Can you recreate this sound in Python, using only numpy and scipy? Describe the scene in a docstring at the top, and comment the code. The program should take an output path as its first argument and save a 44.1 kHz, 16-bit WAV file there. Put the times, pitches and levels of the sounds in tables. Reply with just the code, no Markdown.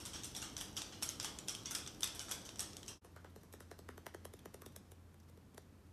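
"""A small dog trots over a tiled hallway floor: its claws click and scrape in clusters, and the walls ring.
Each claw excites its own resonance by friction and knocks the floor. After a brief dip to silence
a small parrot patters up close: each toe ticks and sends a short bending wave through the floor,
and a few taps set a hollow tile ringing. Under both lies low room noise, later with a faint hum."""
import sys
import numpy as np
from scipy import signal
from scipy.fft import rfft, irfft, next_fast_len
from scipy.io import wavfile
from scipy.ndimage import uniform_filter1d

SR = 44100
rng = np.random.default_rng(int(sys.argv[2]) if len(sys.argv) > 2 else 0)


def dump_mix(stems):
    """Bounce the given channels to the path in sys.argv[1] as a 16-bit WAV at rate SR."""
    frames = np.atleast_2d(stems).T  # one column per channel
    limited = np.clip(frames, -1, 1)  # hard clip at full scale
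    pcm = np.round(limited * 32767).astype(np.int16)
    wavfile.write(sys.argv[1], SR, pcm)


N = 261080
CHANGE_S = 3.0  # the parrot takes over from the dog

# Spectra of rumble, air, nail tick, floor thud and claw (frequency [Hz], relative level [dB])
RUMBLE_SPECTRUM = [(15, -46), (25, -17), (48, -1.5), (68, -1), (105, 4), (160, -21), (203, 1), (235, -17.5),
                   (290, 0), (400, -8), (700, -14), (1500, -30.5)]
AIR_SPECTRUM = [(15, -50), (25, -29), (50, -13), (85, -12), (130, -12), (230, -13), (300, -17), (650, -28),
                (1000, -29), (3000, -40), (4600, -42), (14000, -46)]
TICK_SPECTRUM = [(500, -16), (2000, -5), (3000, -3), (3600, 0), (4800, -4), (5900, 1), (7000, -4),
                 (12000, -2.5), (14000, -4)]
THUD_SPECTRUM = [(120, -43), (250, -5.5), (400, 5.5), (600, -1), (900, -6), (1300, -9.5), (1850, -7.5),
                 (2400, -21.5), (5000, -33)]
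CLAW_SPECTRUM = [(200, -19), (600, -12), (1400, -6), (2000, -10.5), (2650, -8), (3250, -1.5), (4200, -8),
                 (5000, -6), (5650, 0), (7000, -6.5), (8200, -2.5), (10200, -10), (11100, -6.5),
                 (12500, -15.5)]
# Spectrum of the hum's wavering (frequency [Hz], relative level [dB])
SWAY_SPECTRUM = [(1, 0), (4, -5), (10, -25), (60, -90)]
# Shelves that tilt a spectrum (frequency [Hz], share of the boost [1])
TICK_SHELF, THUD_SHELF = [(5000, 0), (10000, .7)], [(500, .11), (1800, .89)]
CLAW_SHELF, KNOCK_SHELF = [(6500, 0), (10500, .8)], [(1500, 1), (2700, 0)]
# Reverberation around the dog and the parrot (frequency [Hz], time to fall 60 dB [s])
DOG_T60 = [(300, 0.8), (1000, 0.78), (3000, 0.34), (6000, 0.58), (12000, 0.23)]
PARROT_T60 = [(300, 0.15), (1500, 0.3), (6000, 1), (12000, 0.12)]
# Gains of the air, the parrot's echo and the whole scene with its dip (time [s], gain [dB])
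AIR_GAIN = [(0, 10.5), (2.9, 6.5), (3.1, 3), (4.7, 5), (5.0, 2.7)]
PARROT_ECHO_GAIN = [(3.1, 3.5), (4.2, -4.5), (5.8, -7)]
SCENE_GAIN = [(2.92, -6.5), (2.975, -15.5), (2.995, -34), (3.008, -47), (3.02, -11), (3.06, -5.5)]
# Taps on a hollow tile (time [s], relative level [dB], pitch [Hz])
HOLLOW_TAPS = [(3.163, -42, 1410), (3.246, -48, 1450), (3.714, -48.5, 1690), (3.890, -51.5, 1790),
               (4.619, -43, 1200)]
# Parrot steps (time [s], relative tick level [dB], relative thud level [dB], thud brightness [dB])
PARROT_STEPS = [(3.046, -46.5, -41.5, -8), (3.162, -50.5, -41.5, -3), (3.245, -53, -39, -2.5),
                (3.36, -47.5, -40.5, -15), (3.4326, -49.5, -48.5, -6), (3.5263, -43, -60, -5),
                (3.5366, -42, -38.5, 2), (3.6043, -42, -40.5, 7), (3.7131, -43, -35, -4.5),
                (3.7896, -43.5, -40, -9), (3.8883, -46, -33, 3.5), (3.9777, -45, -38.5, 1.5),
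                (4.065, -37, -31, 2.5), (4.145, -43, -31.5, -0.5), (4.2515, -36.5, -34, -3.5),
                (4.3364, -42, -39, -5), (4.391, -48, -68, -7), (4.456, -41.5, -34, -15),
                (4.5422, -39.5, -36.5, -10), (4.6185, -42, -43, 3), (4.661, -38, -38, -5),
                (4.762, -35.5, -42.5, -1), (4.9175, -43.5, -46.5, -2), (5.1426, -56.5, -53, -1),
                (5.2962, -55, -52.5, -14), (5.374, -58, -47, -8), (5.545, -50.5, -49, -9),
                (5.578, -39.5, -36.5, -0.5)]
# Pads tick dully, nails brightly (tick over thud [dB], tick treble [dB])
TICK_TREBLE = [(-13, -3), (-4, 5)]
# Paw landings (time [s], relative level [dB], ring pitch [Hz], treble [dB], floor knock [dB],
# second claw's delay [ms], its level over the first [dB], its ring pitch [Hz])
PAW_LANDINGS = [(0.001, -41.5, 2760, -2, 2, 8, -4, 5650), (0.052, -34, 7700, 0, -1.5, 7, -0.5, 8700),
                (0.133, -35.5, 3100, -8, -3, 5.6, -10, 5700),
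                (0.146, -35.5, 5760, -11, 0.5, 13.4, -2.5, 3230),
                (0.2343, -33, 6040, 0.5, -3, 9, -0.5, 8000), (0.3487, -33, 3430, -1.5, 0.5, 14.5, 3, 5500),
                (0.418, -32.5, 7200, -5, 2, 7, 0.5, 2780), (0.5785, -34, 5740, 0, 3, 6, -8, 3400),
                (0.606, -36.5, 3700, 6, 0, 6, 0, 2950), (0.7662, -28.5, 5350, -5.5, -3, 7, 1.5, 3040),
                (0.9238, -42, 3000, -20, 0.5, 14, -8.5, 5140), (1.0242, -24.5, 5450, 0, 0, 6, 1, 11000),
                (1.207, -35, 5060, -10, -1, 6.6, -9, 5600), (1.2277, -34, 5400, 3, 1, 6, -12, 3300),
                (1.2449, -26, 3300, -0.5, 5, 8, -8, 4480), (1.4835, -24, 5200, -1.5, 0, 9, -4.5, 5600),
                (1.6568, -28.5, 6150, -12, -4, 5, -13, 3400), (1.7091, -28.5, 6200, 5.5, 3.5, 5, -5, 6300),
                (1.7489, -24.5, 5250, 2, -0.5, 2.2, -0.5, 5130),
                (2.0311, -17.5, 3550, -2, -2.5, 10, -5.5, 11200), (2.148, -38.5, 3260, 5.5, 5, 6, -8, 5600),
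                (2.2011, -34.5, 3070, 0, -0.5, 12, -4.5, 8500), (2.2833, -40, 4200, -2, 7, 9, 1.5, 7550),
                (2.312, -25.5, 12000, -0.5, 2.5, 6, -3, 3340), (2.4508, -40.5, 6100, -2, 0, 6, -9, 3600),
                (2.593, -24.5, 5800, 2, -0.5, 11, -1, 8200), (2.8797, -33.5, 6360, -1.5, 2, 9, -4.5, 5470)]
# Single claw clicks, each on its own (time [s], relative level [dB], ring pitch [Hz], treble [dB])
CLAW_CLICKS = [(0.5664, -28, 5950, -8), (0.611, -29.5, 2980, -12), (0.8182, -29, 3600, -3),
               (1.0896, -23.5, 6250, 3.5), (1.199, -26, 4980, -10), (1.3872, -31, 7200, -5),
               (1.5494, -30, 3380, 1), (1.8627, -35, 3640, -9), (1.875, -31, 6220, -9),
               (2.007, -34, 9300, -1), (2.1934, -28.5, 6400, -6), (2.4902, -35, 3900, -8),
               (2.558, -40, 7440, -13), (2.732, -41, 5320, -8), (2.7676, -34, 6800, 1),
               (2.83, -39, 3230, -12)]
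# Ring pitch of grazing and settling claws (lowest [Hz], highest [Hz])
RING_RANGE = (3200, 6200)


def undb(db):
    """Decibels to amplitude ratio."""
    return 10 ** (np.asarray(db) / 20)


def curve(rows):
    """Gain over time, interpolated in decibels."""
    return undb(np.interp(np.arange(N) / SR, *np.transpose(rows)))


def freqs(size):
    """Fourier bin frequencies, at least 1 Hz."""
    return np.maximum(np.fft.rfftfreq(size, 1 / SR), 1)


def along(points, hz):
    """Interpolation on a log-frequency axis."""
    f, value = np.transpose(points)
    return np.interp(np.log(hz), np.log(f), value)


def pulse(x):
    """Energy normalisation: a click is tapered and given the energy of one millisecond at rms 1."""
    x = x * np.cos(np.linspace(0, np.pi / 2, len(x))) ** 2
    return x / np.sqrt(np.sum(x ** 2) * 1000 / SR)


def add(track, s, x):
    """Superposition: x joins the track at time s."""
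    i = max(int(s * SR), 0)
    track[i:i + len(x)] += x[:max(len(track) - i, 0)]


def resonate(x, db):
    """Causal resonance: a minimum-phase filter with this gain per frequency."""
    cepstrum = irfft(np.log(undb(db)))
    cepstrum[1:len(x) // 2] *= 2
    cepstrum[len(x) // 2 + 1:] = 0
    return irfft(rfft(x) * np.exp(rfft(cepstrum)))


def noise(spectrum):
    """Spectral shaping of white noise, at rms 1."""
    size = next_fast_len(N + N % 2, True)
    white = rfft(rng.standard_normal(size))
    x = irfft(white * undb(along(spectrum, freqs(size))), size)[:N]
    return x / np.sqrt(np.mean(x ** 2))


def ripple(hz, db, step_hz=900):
    """Random spectral ripple in dB: no two contacts are alike."""
    steps = np.arange(0, SR / 2 + step_hz, step_hz)
    return db * np.interp(hz, steps, rng.standard_normal(200)[:len(steps)])


def friction(envelope):
    """Broadband excitation: a run of tiny slips, whitened to drive all pitches alike."""
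    spectrum = rfft(rng.standard_normal(len(envelope)) * envelope)
    power = uniform_filter1d(np.abs(spectrum) ** 2, size=70)
    return irfft(spectrum / np.sqrt(power + 1e-18))


def background(hum_hz=85.8, waver=0.28, drift_rad=0.17):
    """Noise of room air, over a rumble and later an appliance hum modulated in amplitude and phase."""
    t = np.arange(N) / SR
    amplitude = np.sqrt(2) * (1 + waver * noise(SWAY_SPECTRUM))
    hum = amplitude * np.sin(2 * np.pi * hum_hz * t + drift_rad * noise(SWAY_SPECTRUM))
    rumble = undb(-52.5) * noise(RUMBLE_SPECTRUM)
    air = undb(-60.5) * noise(AIR_SPECTRUM) * curve(AIR_GAIN)
    return air + np.where(t < CHANGE_S, rumble, undb(-58.5) * hum)


def room(t60, build_s, early, early_s, size=18432):
    """Reverberation: wall reflections build up, then each band decays exponentially at its own rate."""
    t, centres = np.arange(size) / SR, np.geomspace(300, 12000, 5)
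    bands = np.array([along(np.column_stack([centres, one]), freqs(size)) for one in np.eye(5)])
    decay = undb(-60 * t / along(t60, centres)[:, None])
    onset = 1 - np.exp(-(t / build_s) ** 2)
    envelopes = decay * onset * (1 + early * np.exp(-t / early_s))
    envelopes /= np.sqrt(np.sum(envelopes[-2] ** 2))

    def echo(x):
        """Convolution with a fresh impulse response: every spot has its own echoes."""
        reflections = irfft(bands * rfft(rng.standard_normal(size)))
        return signal.fftconvolve(x, np.sum(reflections * envelopes, axis=0))
    return echo


def hollow_tile(decay_s=0.032, width=0.21, size=8192):
    """Damped free vibration: a cluster of close tile modes rings on after a tap."""
    track, envelope = np.zeros(N), np.exp(-np.arange(size) / SR / decay_s)
    for s, db, hz in HOLLOW_TAPS:
        band_db = -20 * np.log10(1 + (np.log(freqs(size) / hz) / width) ** 2)
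        add(track, s, undb(db) * pulse(resonate(friction(envelope), band_db)))
    return track


def nail_tick(treble_db, length_ms, size=2048):
    """Impact and friction: a tiny nail snaps onto the tile and drags a little."""
    ms, hz = np.arange(size) / SR * 1000, freqs(size)
    age = ms / length_ms
    snap = age ** 2 * np.exp(-1.5 * age)
    drag = .05 * np.exp(-ms / 5)
    colour = along(TICK_SPECTRUM, hz) + treble_db * along(TICK_SHELF, hz) + ripple(hz, 3)
    return pulse(resonate(friction(snap + drag), colour))


def shuffles(count=24):
    """Sliding friction: the parrot shifts its weight and its toes brush softly over the tile."""
    track = np.zeros(N)
    for when, force, length in rng.random((count, 3)):
        scuff = nail_tick(treble_db=-3, length_ms=3 + 6 * length)
        add(track, CHANGE_S + when * (N / SR - CHANGE_S), undb(-62 + 8 * force) * scuff)
    return track


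def floor_thud(bright_db, travel_ms=4.5, size=2048):
    """Dispersion: bending waves speed up with the root of frequency, so a tap becomes a falling chirp."""
    hz = freqs(size)
    khz = hz / 1000
    # delay is travel_ms / sqrt(kHz), counted from the arrival of 10 kHz, so 1 kHz lags about two thirds of
    # travel_ms
    phase = 2 * np.pi * travel_ms * (2 * np.sqrt(khz) - khz / np.sqrt(10))
    colour = along(THUD_SPECTRUM, hz) + bright_db * along(THUD_SHELF, hz) + ripple(hz, 3, step_hz=296)
    return pulse(irfft(undb(colour) * np.exp(-1j * phase)))


def parrot(lead_s=0.0045, lag_s=0.0026):
    """Three toe impacts a step; the direct-to-reverberant ratio rises as the bird comes close."""
    track, echo = np.zeros(N), room(PARROT_T60, build_s=0.0054, early=2.3, early_s=0.027)
    for s, nail_db, floor_db, bright_db in PARROT_STEPS:
        early, late = rng.uniform(.7, 1.3, size=2)
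        wall_db = np.interp(s, *np.transpose(PARROT_ECHO_GAIN))
        treble_db = np.interp(nail_db - floor_db, *np.transpose(TICK_TREBLE))
        for offset_s, toe_db in [(-lead_s * early, -14), (lag_s * late, -12), (0, 0)]:
            nail = undb(nail_db + toe_db) * nail_tick(treble_db, length_ms=0.79)
            floor = undb(floor_db + toe_db) * floor_thud(bright_db)
            add(track, s + offset_s, nail + floor)
        # only the main toe is strong enough to excite the room
        add(track, s, undb(wall_db) * echo(nail + undb(-3) * floor))
    return track


def claw(ring_hz, treble_db, knock_db, scrape_ms, ring_db, ripple_db, width=0.065, size=2048):
    """Friction-driven resonance: a claw skids on the tile, rings at its own pitch and knocks the floor."""
    ms, hz = np.arange(size) / SR * 1000, freqs(size)
    age = ms / scrape_ms
    peak = ring_db / (1 + (np.log(hz / ring_hz) / width) ** 2)
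    tilt = treble_db * along(CLAW_SHELF, hz) + knock_db * along(KNOCK_SHELF, hz)
    colour = along(CLAW_SPECTRUM, hz) + peak + tilt + ripple(hz, ripple_db)
    return pulse(resonate(friction(age * np.exp(-1.6 * age)), colour))


def claw_contacts(strike_ms=1.72, skid_ms=2.25, click_ms=1.32, usual_paw_db=-30.5):
    """Rolling contact: one claw grazes, two strike, the last settles; single claws also click on their own."""
    for paw, chance in zip(PAW_LANDINGS, rng.random((len(PAW_LANDINGS), 4))):
        s, db, ring_hz, treble_db, knock_db, roll_ms, second_db, second_hz = paw
        # a faint paw is far off or screened by the body, so more of it comes from the walls
        wall_db = 4 - 0.44 * (db - usual_paw_db)
        second_s = s + roll_ms / 1000
        early, late = .5 + chance[:2]
        graze_hz, settle_hz = np.interp(chance[2:], [0, 1], RING_RANGE)
        graze = (s - 0.008 * early, -16.5, graze_hz)
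        second = (second_s, second_db, second_hz)
        settle = (second_s + 0.022 * late, -14.5, settle_hz)
        yield s, db, wall_db, (ring_hz, treble_db, knock_db, strike_ms)
        for when, share_db, own_hz in (graze, second, settle):  # skidding claws are brighter
            yield when, db + share_db, wall_db, (own_hz, treble_db + 3.5, knock_db, skid_ms)
    wall_db, knock_db = -2.5, -2
    for s, db, ring_hz, treble_db in CLAW_CLICKS:
        yield s, db, wall_db, (ring_hz, treble_db, knock_db, click_ms)


def dog(direct_gain_db=0.85, echo_gain_db=0.56, scratches=40):
    """Direct and diffuse sound: claw strikes and their hallway echoes, among faint scratches."""
    track, echo = np.zeros(N), room(DOG_T60, build_s=0.0033, early=1.0, early_s=0.0077)
    for s, db, wall_db, timbre in claw_contacts():
        direct = claw(*timbre, ring_db=11, ripple_db=3)
        # the walls receive sound from all sides of the claw, so its spectrum is more even
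        diffuse = claw(*timbre, ring_db=4, ripple_db=1.5)
        add(track, s, undb(db + direct_gain_db) * direct)
        add(track, s, undb(db + wall_db + echo_gain_db) * echo(diffuse))
    for when, pitch, length in rng.random((scratches, 3)):
        scratch = claw(3000 + 4000 * pitch, 0, 0, scrape_ms=1 + 2 * length, ring_db=9, ripple_db=3)
        add(track, when * CHANGE_S, undb(-48 + 3 * rng.standard_normal()) * scratch)
    return track


def scene():
    """Superposition on the background: first the dog, then the parrot, with a brief dip between."""
    animals = np.where(np.arange(N) / SR < CHANGE_S, dog(), parrot() + shuffles() + hollow_tile())
    return ((animals + background()) * curve(SCENE_GAIN))[None]


def record(dry):
    """Band limiting: an elliptic low-pass cuts steeply above 13850 Hz."""
    return signal.sosfilt(signal.ellip(8, .2, 60, 13850, fs=SR, output="sos"), dry)


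dry = scene()
out = record(dry)
dump_mix(out)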